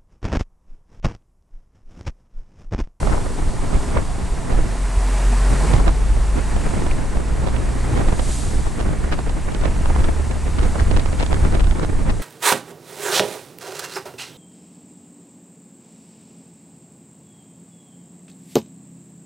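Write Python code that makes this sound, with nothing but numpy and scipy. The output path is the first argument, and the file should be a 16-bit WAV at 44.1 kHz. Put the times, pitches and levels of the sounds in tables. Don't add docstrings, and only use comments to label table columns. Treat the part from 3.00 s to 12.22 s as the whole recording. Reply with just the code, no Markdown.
import sys
import numpy as np
from scipy import signal
from scipy.io import wavfile
from scipy.ndimage import uniform_filter1d

SR = 44100
rng = np.random.default_rng(int(sys.argv[2]) if len(sys.argv) > 2 else 0)


def wav_record(signal):
    frames = np.transpose(np.atleast_2d(signal))
    bounded = np.clip(frames, -1, 1)
    quanta = np.round(bounded * 32767).astype(np.int16)
    wavfile.write(sys.argv[1], SR, quanta)


N = 406602

# freq_hz, relative_density_db
ROAR_COLOUR = [(100, 13.5), (250, -3), (420, -9), (560, -6), (950, -1.5), (1300, -10), (2000, -7),
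               (3000, -22.5), (5000, -19.5), (9000, -45)]
HISS_COLOUR = [(1500, -14), (3000, -3.5), (4300, -0.5), (5500, -3), (7000, 1.5), (8400, 4.5), (9500, 2),
               (10500, -8.5), (12000, -6.5)]
# freq_hz, correlation
WALL_STEREO = [(100, 0.91), (400, 1), (900, 1), (2500, 1), (3400, 1), (4300, 0.7), (5600, 1), (7000, 0.93),
               (8500, 0.21), (10500, 0)]
# time_s, lift_db
ROAR_PRESENCE = [(0, -5.5), (1.3, -1.5), (2.2, 0.5), (4, 1.5), (5.2, 2), (6.4, 3.5), (8.1, 1.5),
                 (9.22, -0.5)]
# peak_s, rise_s, fall_s, roar_db, hiss_db
PASS_BYS = [(0.05, 0.5, 0.48, -32, -41.5), (0.85, 0.4, 0.26, -32.5, -43), (2.15, 0.34, 0.71, -30.5, -42),
            (2.72, 0.87, 0.12, -27, -36), (3.75, 0.9, 0.3, -32, -40.5), (5.0, 0.65, 0.21, -34, -42.5),
            (5.32, 0.16, 0.28, -61, -32.5), (6.95, 0.47, 0.51, -35.5, -44), (7.7, 0.35, 0.51, -35, -44),
            (8.4, 0.76, 0.35, -37, -43.5)]
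# centre_hz, width_hz, lift_db
CABIN_MODES = [(247, 21.6, 8), (391, 59, 11), (624, 150, 3), (872, 11, 5.5), (1030, 103, 4.5),
               (2300, 440, 2.5)]

# time_s, pitch_hz
DRIVE_NOTE = [(0, 42), (2.4, 45.48), (5.1, 59.26), (7.6, 72.95), (9.22, 85)]
# time_s, level_db
BOOM_RIDE = [(0, -41), (1.5, -33), (1.8, -20), (1.97, -20), (2.08, -17.5), (2.33, -13), (2.5, -13.5),
             (2.66, -18.5), (3.15, -16.5), (3.55, -21.5), (3.9, -49), (4.3, -24.5), (5.0, -28), (5.55, -24),
             (6.3, -32), (6.55, -34), (6.9, -20.5), (7.3, -23.5), (7.8, -25), (8.2, -27), (9.22, -35.5)]
OCTAVE_RIDE = [(0, -31), (0.6, -43), (1.8, -42), (3.8, -49), (4.4, -36), (5.0, -32.5), (5.8, -49),
               (9.22, -51)]

# freq_hz, relative_density_db
THROB_COLOUR = [(10, 3), (20, 2), (36, -1.5), (60, -7), (100, -15), (160, -18.5), (300, -41.5)]
FLUTTER_COLOUR = [(50, -0.5), (110, -3), (240, -4.5), (400, -11), (800, -18.5), (1400, -25), (2000, -27),
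                  (3000, -39), (6000, -54)]
# freq_hz, correlation
WIND_STEREO = [(20, 1), (60, 0.33), (130, 0.15), (300, 0.04), (3000, 0.46)]
# peak_s, half_length_s, flutter_db, throb_db
WINDOW_GUSTS = [(0.117, 0.062, -24, -24), (0.466, 0.075, -34, -18), (0.654, .025, -30, -24),
                (0.954, 0.043, -22, -28), (0.767, 0.043, -28.5, -15.5), (1.58, 0.15, -28.5, -18),
                (2.527, 0.035, -22.5, -17), (2.665, 0.044, -36, -24), (2.74, 0.16, -24.5, -21),
                (3.153, 0.084, -34, -18), (3.39, 0.037, -23, -32), (3.563, 0.027, -24, -15.5),
                (3.772, 0.21, -28.5, -21), (4.172, 0.053, -28, -23), (4.5, 0.27, -27, -24),
                (4.983, 0.12, -24, -21), (5.875, .09, -27, -17), (7.034, 0.098, -24.5, -18),
                (7.643, 0.066, -27, -18.5), (7.94, 0.085, -26.5, -12.5), (8.414, 0.19, -27, -17),
                (8.646, 0.06, -42, -15.5), (9.095, 0.071, -25, -16)]
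# middle_s, half_length_s, change_db
DRAUGHT_LULLS = [(1.309, 0.2, -3.5), (2.08, 0.44, -14.5), (3.28, 0.19, -3.5), (6.29, 0.33, -0.5),
                 (8.93, 0.13, 2)]
# middle_s, dip_level_db, half_length_s
EDDY_THUMPS = [(0.755, -14, 0.0053), (1.023, -17, 0.0025), (1.238, -12, 0.0063), (1.329, -11, 0.0086),
               (1.57, -14, 0.01), (1.977, -9, 0.0067), (2.743, -5.5, 0.0031), (4.932, -9.5, .004),
               (4.995, -15, 0.0023), (5.081, -7, 0.012), (5.13, -12.5, 0.0023), (5.481, -10, 0.0043),
               (6.68, -14.5, 0.0031), (6.903, -11, 0.0045), (7.004, -8.5, 0.0056), (7.607, -6.5, 0.0062),
               (7.673, -8, 0.012), (7.821, -5, .005), (7.927, -13, .004), (7.972, -12, .004),
               (8.199, -14, 0.0081), (8.432, -5.5, 0.0059), (8.55, -11.5, .004), (8.622, -4.5, 0.0089),
               (8.65, -15, 0.0065), (8.713, -9, 0.0076), (9.028, -17, 0.002), (9.109, -15, 0.01)]
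# middle_s, pitch_hz, peak_db, half_length_s
EDDY_SQUAWKS = [(0.078, 840, -27, 0.0016), (0.968, 556, -15.5, 0.0044), (0.971, 1050, -17, 0.0032),
                (0.974, 2190, -25, 0.0024), (0.982, 2000, -27, .0012), (2.738, 850, -21, 0.0059),
                (2.879, 814, -19, 0.0061), (3.913, 2130, -21, .001), (5.087, 1020, -34, 0.0034),
                (6.041, 1070, -23, .0012), (6.125, 1800, -18, 0.0011), (6.654, 1860, -21, 0.00098),
                (6.963, 1000, -27.5, .003), (7.798, 1850, -22, 0.0026), (7.965, 1900, -29, 0.001),
                (7.97, 1420, -22, 0.0012), (8.233, 892, -25, .0014)]
# hit_s, body_db, crack_db, fade_s, left_over_right_db
EDDY_SLAPS = [(0.031, -20, -49, 0.0046, 3), (0.073, -19.5, -34, 0.0032, -8), (0.097, -24, -36, 0.0038, -11),
              (0.131, -20.5, -34.5, 0.013, 5), (0.177, -21.5, -45, 0.0083, -1),
              (0.265, -25.5, -50, .005, -2), (0.387, -26, -42, 0.0038, 5), (0.647, -29, -48, 0.003, -2),
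              (0.731, -23.5, -37, 0.007, -7), (0.971, -19, -32, 0.007, -7), (0.987, -21, -36, 0.0062, 12),
              (1.505, -22, -38, 0.0069, -4), (1.527, -23, -36, 0.007, -9), (1.59, -22.5, -48, 0.0064, -4),
              (2.535, -33, -47, 0.0046, -12), (2.737, -19, -24.5, 0.0028, -12),
              (2.763, -20, -30, 0.0044, -10), (2.8, -21, -39, 0.0088, 0), (2.881, -14.5, -22, 0.0094, -6),
              (3.175, -25.5, -47, 0.007, 1), (3.386, -25.5, -39, 0.023, -5), (3.565, -22, -34, 0.0049, -3),
              (3.665, -22.5, -50, 0.0037, 3), (3.739, -22.5, -43, .006, -7), (3.821, -22, -38, 0.0028, -2),
              (3.867, -22, -34, 0.0026, -6), (3.918, -27, -34, 0.003, 5), (4.158, -27, -40, 0.006, -3),
              (4.171, -24, -38, 0.0054, 4), (4.2, -25, -46, 0.0042, 0), (4.474, -22, -34, 0.015, -10),
              (4.566, -29, -47, .005, -11), (4.977, -20.5, -33, 0.021, -4), (5.014, -25, -38, .006, -8),
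              (5.085, -21.5, -29.5, 0.0047, -4), (5.126, -20.5, -34, 0.007, -2),
              (5.195, -18, -26.5, 0.005, -9), (5.668, -24.5, -37, 0.02, 2), (5.803, -23.5, -33, 0.013, -2),
              (5.89, -25, -41, 0.005, -6), (6.045, -27, -40, 0.0046, -1), (6.125, -24.5, -27.5, 0.0058, -2),
              (6.132, -23, -28, 0.0093, 5), (6.191, -22, -34, .004, -1), (6.295, -27, -34, 0.0066, -1.5),
              (6.487, -24.5, -39, 0.0056, -2), (6.522, -24, -38, 0.004, 1), (6.548, -25, -29, .0015, -7),
              (6.615, -27, -35, 0.0017, -4), (6.637, -22.5, -34, .003, 11), (6.656, -18, -28, 0.0055, -10),
              (6.858, -21, -30, 0.0041, 0), (6.904, -20, -41, 0.0045, -6), (6.962, -21.5, -33.5, .004, -2),
              (7.005, -24, -34, .006, -5), (7.043, -21.5, -29, 0.004, -1.5), (7.092, -21, -39, 0.019, 4),
              (7.313, -24.5, -32.5, 0.0037, -7), (7.48, -26, -38, 0.0068, -6),
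              (7.588, -24.5, -30, 0.0072, 1), (7.631, -23, -31, 0.024, -4), (7.759, -22, -39, 0.0057, -6),
              (7.8, -21.5, -28, 0.018, 0), (7.913, -20.5, -29, 0.006, -6),
              (7.966, -21.5, -25, 0.0018, -1.5), (7.972, -22, -27, 0.002, -2.5),
              (7.997, -26, -29, 0.0043, 0), (8.06, -23, -28, 0.0032, -11), (8.13, -23.5, -34, 0.0065, -0.5),
              (8.2, -21.5, -28, 0.011, -1), (8.228, -19, -26, 0.0067, 0), (8.263, -29, -28.5, .0012, -13),
              (8.329, -18.5, -24.5, 0.0095, -5), (8.344, -32, -28, 0.0014, -13),
              (8.45, -21.5, -31, 0.014, 1), (8.525, -25, -34, 0.0032, -1),
              (8.552, -19.5, -28.5, 0.0052, -4), (8.597, -29, -30, 0.0013, -4),
              (8.607, -26, -28.5, 0.0078, 1), (8.645, -29, -32, 0.0044, -4),
              (8.672, -26.5, -32, 0.0036, -5), (8.711, -33, -26, 0.0027, -13), (8.797, -22, -30, .0035, 0),
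              (8.831, -24, -29, 0.0036, 0), (8.848, -24, -32, 0.0055, -2), (9.102, -24, -29, 0.0045, 0)]


def from_db(db):
    return 10 ** (np.asarray(db) / 20)


def rms_one(x):
    return x / np.sqrt(np.mean(x ** 2) + 1e-20)


def peak_one(x, size):
    return x / np.sqrt(uniform_filter1d(np.mean(x ** 2, axis=0), size).max() + 1e-20)


def ride(points):
    return np.interp(np.arange(N) / SR, *np.transpose(points))


def at_hz(points, hz):
    freqs, values = np.transpose(points)
    return np.interp(np.log(hz), np.log(freqs), values)


def filtered(x, hz, kind, order=2):
    return signal.sosfilt(signal.butter(order, hz, kind, fs=SR, output="sos"), x)


def panned(lean_db):
    return from_db(np.array([[.5], [-.5]]) * lean_db)


def add(out, s, sound):
    at = int(s * SR) - sound.shape[-1] // 2
    first, last = max(at, 0), min(at + sound.shape[-1], N)
    out[:, first:last] += sound[..., first - at:last - at]


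def drift(rate_hz):
    hop, settle = 20, 4000
    pole = np.exp(-2 * np.pi * hop * rate_hz / SR)
    white = rng.standard_normal(N // hop + settle + 2)
    slow = signal.lfilter([1], [1, -2 * pole, pole * pole], white)[settle:]
    return np.interp(np.arange(N) / hop, np.arange(len(slow)), rms_one(slow))


def noise_bands(colour, stereo, count):
    edges = np.geomspace(colour[0][0], min(colour[-1][0], SR / 3), count + 1)
    centres = np.sqrt(edges[1:] * edges[:-1])
    gains = from_db(at_hz(colour, centres)) * np.sqrt(np.diff(edges))
    white, bands = rng.standard_normal((2, 2, N)), []
    for k, hz in enumerate(centres):
        mid, side = rms_one(filtered(white[k % 2], edges[k:k + 2], "band", order=3))
        alike = at_hz(stereo, hz)
        pair = np.sqrt((1 + alike) / 2) * mid + np.sqrt((1 - alike) / 2) * side * [[1], [-1]]
        bands.append((hz, gains[k] / np.linalg.norm(gains) * pair))
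    return bands


def cabin(x):
    for hz, width_hz, lift_db in CABIN_MODES:
        ringing = signal.lfilter(*signal.iirpeak(hz, hz / width_hz, fs=SR), x)
        x = x + (from_db(lift_db) - 1) * ringing
    return x


def pass_by_gains(roar_bed_db=-33.5, hiss_bed_db=-43.5, roar_sink_db_per_s=0.58, hiss_sink_db_per_s=0.15):
    t = np.arange(N) / SR
    power = from_db([roar_bed_db - roar_sink_db_per_s * t, hiss_bed_db - hiss_sink_db_per_s * t]) ** 2
    for s, rise_s, fall_s, roar_db, hiss_db in PASS_BYS:
        away = np.maximum((s - t) / rise_s, (t - s) / fall_s)
        swell = np.exp(-np.minimum(away, 20))
        power += (from_db([[roar_db], [hiss_db]]) * swell) ** 2
    return np.sqrt(power)


def tunnel(patchy_db=1.34, whistle_band_hz=(8150, 8280), whistle_db=-12):
    roar_gain, hiss_gain = pass_by_gains()
    presence_db = ride(ROAR_PRESENCE)
    roar = 0
    for hz, band in noise_bands(ROAR_COLOUR, WALL_STEREO, count=12):
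        bell = np.exp(-2 * np.log2(hz / 2000) ** 2)
        roar += band * from_db(patchy_db * drift(32) + presence_db * bell)
    hiss = sum(band for _, band in noise_bands(HISS_COLOUR, WALL_STEREO, count=14))
    whistle = filtered(rng.standard_normal((2, N)), whistle_band_hz, "band", order=1)
    hiss += from_db(whistle_db) * rms_one(whistle)
    return roar_gain * rms_one(cabin(roar)) * panned(-0.096) + hiss_gain * hiss * panned(-0.7)


def drive(waver_db=1.4, third_harmonic_db=-26):
    pitch_hz = ride(DRIVE_NOTE) * (1 + 0.0026 * drift(2.8))
    phase = 2 * np.pi * np.cumsum(pitch_hz) / SR
    boom = from_db(ride(BOOM_RIDE)) * (np.sin(phase) + from_db(third_harmonic_db) * np.sin(3 * phase))
    octave = from_db(ride(OCTAVE_RIDE)) * np.sin(2 * phase)
    return from_db(waver_db * drift(12)) * np.sqrt(2) * (boom + octave)


def puffs(rows):
    t = np.arange(0, N, 20) / SR
    power = sum(from_db(db) ** 2 * np.exp(-2 * np.minimum(((t - s) / half_s) ** 2, 20))
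                for s, half_s, db in rows)
    return np.interp(np.arange(N) / SR, t, power)


def draught_db(db_per_doubling):
    t, pitch_hz = np.arange(N) / SR, ride(DRIVE_NOTE)
    speed_doublings = np.log2(pitch_hz / pitch_hz[0])
    lull_db = sum(db * np.exp(-((t - s) / half_s) ** 2) for s, half_s, db in DRAUGHT_LULLS)
    return db_per_doubling * speed_doublings + lull_db


def wind_throb(bed_db=-20):
    bed = from_db(bed_db + draught_db(db_per_doubling=0.5))
    gusts = puffs([(s, half_s, db) for s, half_s, _, db in WINDOW_GUSTS])
    rumble = sum(band for _, band in noise_bands(THROB_COLOUR, WIND_STEREO, count=7))
    return np.sqrt(bed ** 2 + gusts) * rumble * panned(-0.51)


def wind_flutter(bed_db=-32, unsteady_db=3.5, wake_db=-8.5, wake_half_s=0.037, eddy_hz=32, shared=0.73):
    bed = from_db(bed_db + draught_db(db_per_doubling=1) + unsteady_db * drift(29))
    gusts = puffs([(s, half_s, db) for s, half_s, db, _ in WINDOW_GUSTS])
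    wakes = puffs([(s, wake_half_s, body_db + wake_db) for s, body_db, *_ in EDDY_SLAPS])
    per_port = np.array([drift(2 * eddy_hz), drift(2 * eddy_hz)])
    eddies = np.sqrt(shared) * drift(eddy_hz) + np.sqrt(1 - shared) * per_port
    eddies = np.tanh(eddies)
    flutter = 0
    for hz, band in noise_bands(FLUTTER_COLOUR, WIND_STEREO, count=10):
        octaves = np.log2(hz / 300)
        depth_db = 3.5 + 0.8 * octaves
        flutter += band * rms_one(from_db(depth_db * eddies)) * panned(-2 - 0.1 * octaves)
    return np.sqrt(bed ** 2 + gusts + wakes) * flutter


def thumps(lean_spread_db=3.0):
    t, out = np.arange(-SR // 25, SR // 25) / SR, np.zeros((2, N))
    for s, db, half_s in EDDY_THUMPS:
        away = (t / half_s) ** 2
        pressure = (2 * away - 1) * np.exp(-away)
        add(out, s, from_db(db) * pressure * panned(lean_spread_db * rng.standard_normal()))
    return out


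def squawks(rise_octaves_per_s=90, wobble_octaves=0.27, lean_db=-3):
    t, out = np.arange(-SR // 80, SR // 80) / SR, np.zeros((2, N))
    for s, hz, db, half_s in EDDY_SQUAWKS:
        uneven = rms_one(filtered(rng.standard_normal((2, len(t))), 1140, "low"))
        pitch_hz = hz * 2 ** (rise_octaves_per_s * t + wobble_octaves * uneven)
        phase = 2 * np.pi * np.cumsum(pitch_hz, axis=1) / SR
        chirp = np.cos(phase - phase[:, [len(t) // 2]])
        add(out, s, from_db(db) * np.exp(-(t / half_s) ** 2) * chirp * panned(lean_db))
    return out


def slaps(rise_over_fade=0.86, grain_db=7.0, snap_db=-4, colour_spread_octaves=0.39,
          suction_db=9.5, suction_half_s=0.0045, suction_lag_s=0.0034):
    lead = SR // 50
    t = np.arange(-lead, 2 * lead) / SR
    dip = -np.exp(-((t - suction_lag_s) / suction_half_s) ** 2)
    out = np.zeros((2, N + len(t)))
    for s, body_db, crack_db, fade_s, lean_db in EDDY_SLAPS:
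        spikes, sizes = rng.standard_normal((2, 2, len(t)))
        ragged = from_db(grain_db * rms_one(filtered(sizes, 250, "low")))
        burst = spikes * ragged * np.exp(np.minimum(t / rise_over_fade, -t) / fade_s)
        burst /= np.linalg.norm(burst, axis=1, keepdims=True)
        burst[int(lean_db < 0), lead] -= from_db(snap_db)
        burst *= panned(lean_db)
        colour = 2 ** (colour_spread_octaves * rng.standard_normal())
        thud = filtered(burst, 520 * colour, "low", order=1)
        thud = filtered(thud, 1300 * colour, "low", order=3)
        body = peak_one(filtered(thud, 150, "high"), size=260)
        edge = filtered(filtered(burst, 2400, "low", order=1), 4200, "low")
        crack = peak_one(filtered(edge, 1300, "high", order=3), size=130)
        suction = from_db(suction_db) * dip * panned(0.9 * lean_db)
        at = int(s * SR)
        out[:, at:at + len(t)] += from_db(body_db) * (body + suction) + from_db(crack_db) * crack
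    return out[:, lead:lead + N]


def scene():
    return tunnel() + drive() + wind_throb() + wind_flutter() + thumps() + squawks() + slaps()


def record(dry, low_cut_hz=9.5, ceiling=0.9, high_cut_hz=11500):
    x = filtered(dry, low_cut_hz, "high", order=1)
    rounded = x / (1 + (x / ceiling) ** 4) ** .25
    return signal.sosfilt(signal.ellip(10, .2, 80, high_cut_hz, fs=SR, output="sos"), rounded)


dry = scene()
out = record(dry)
wav_record(out)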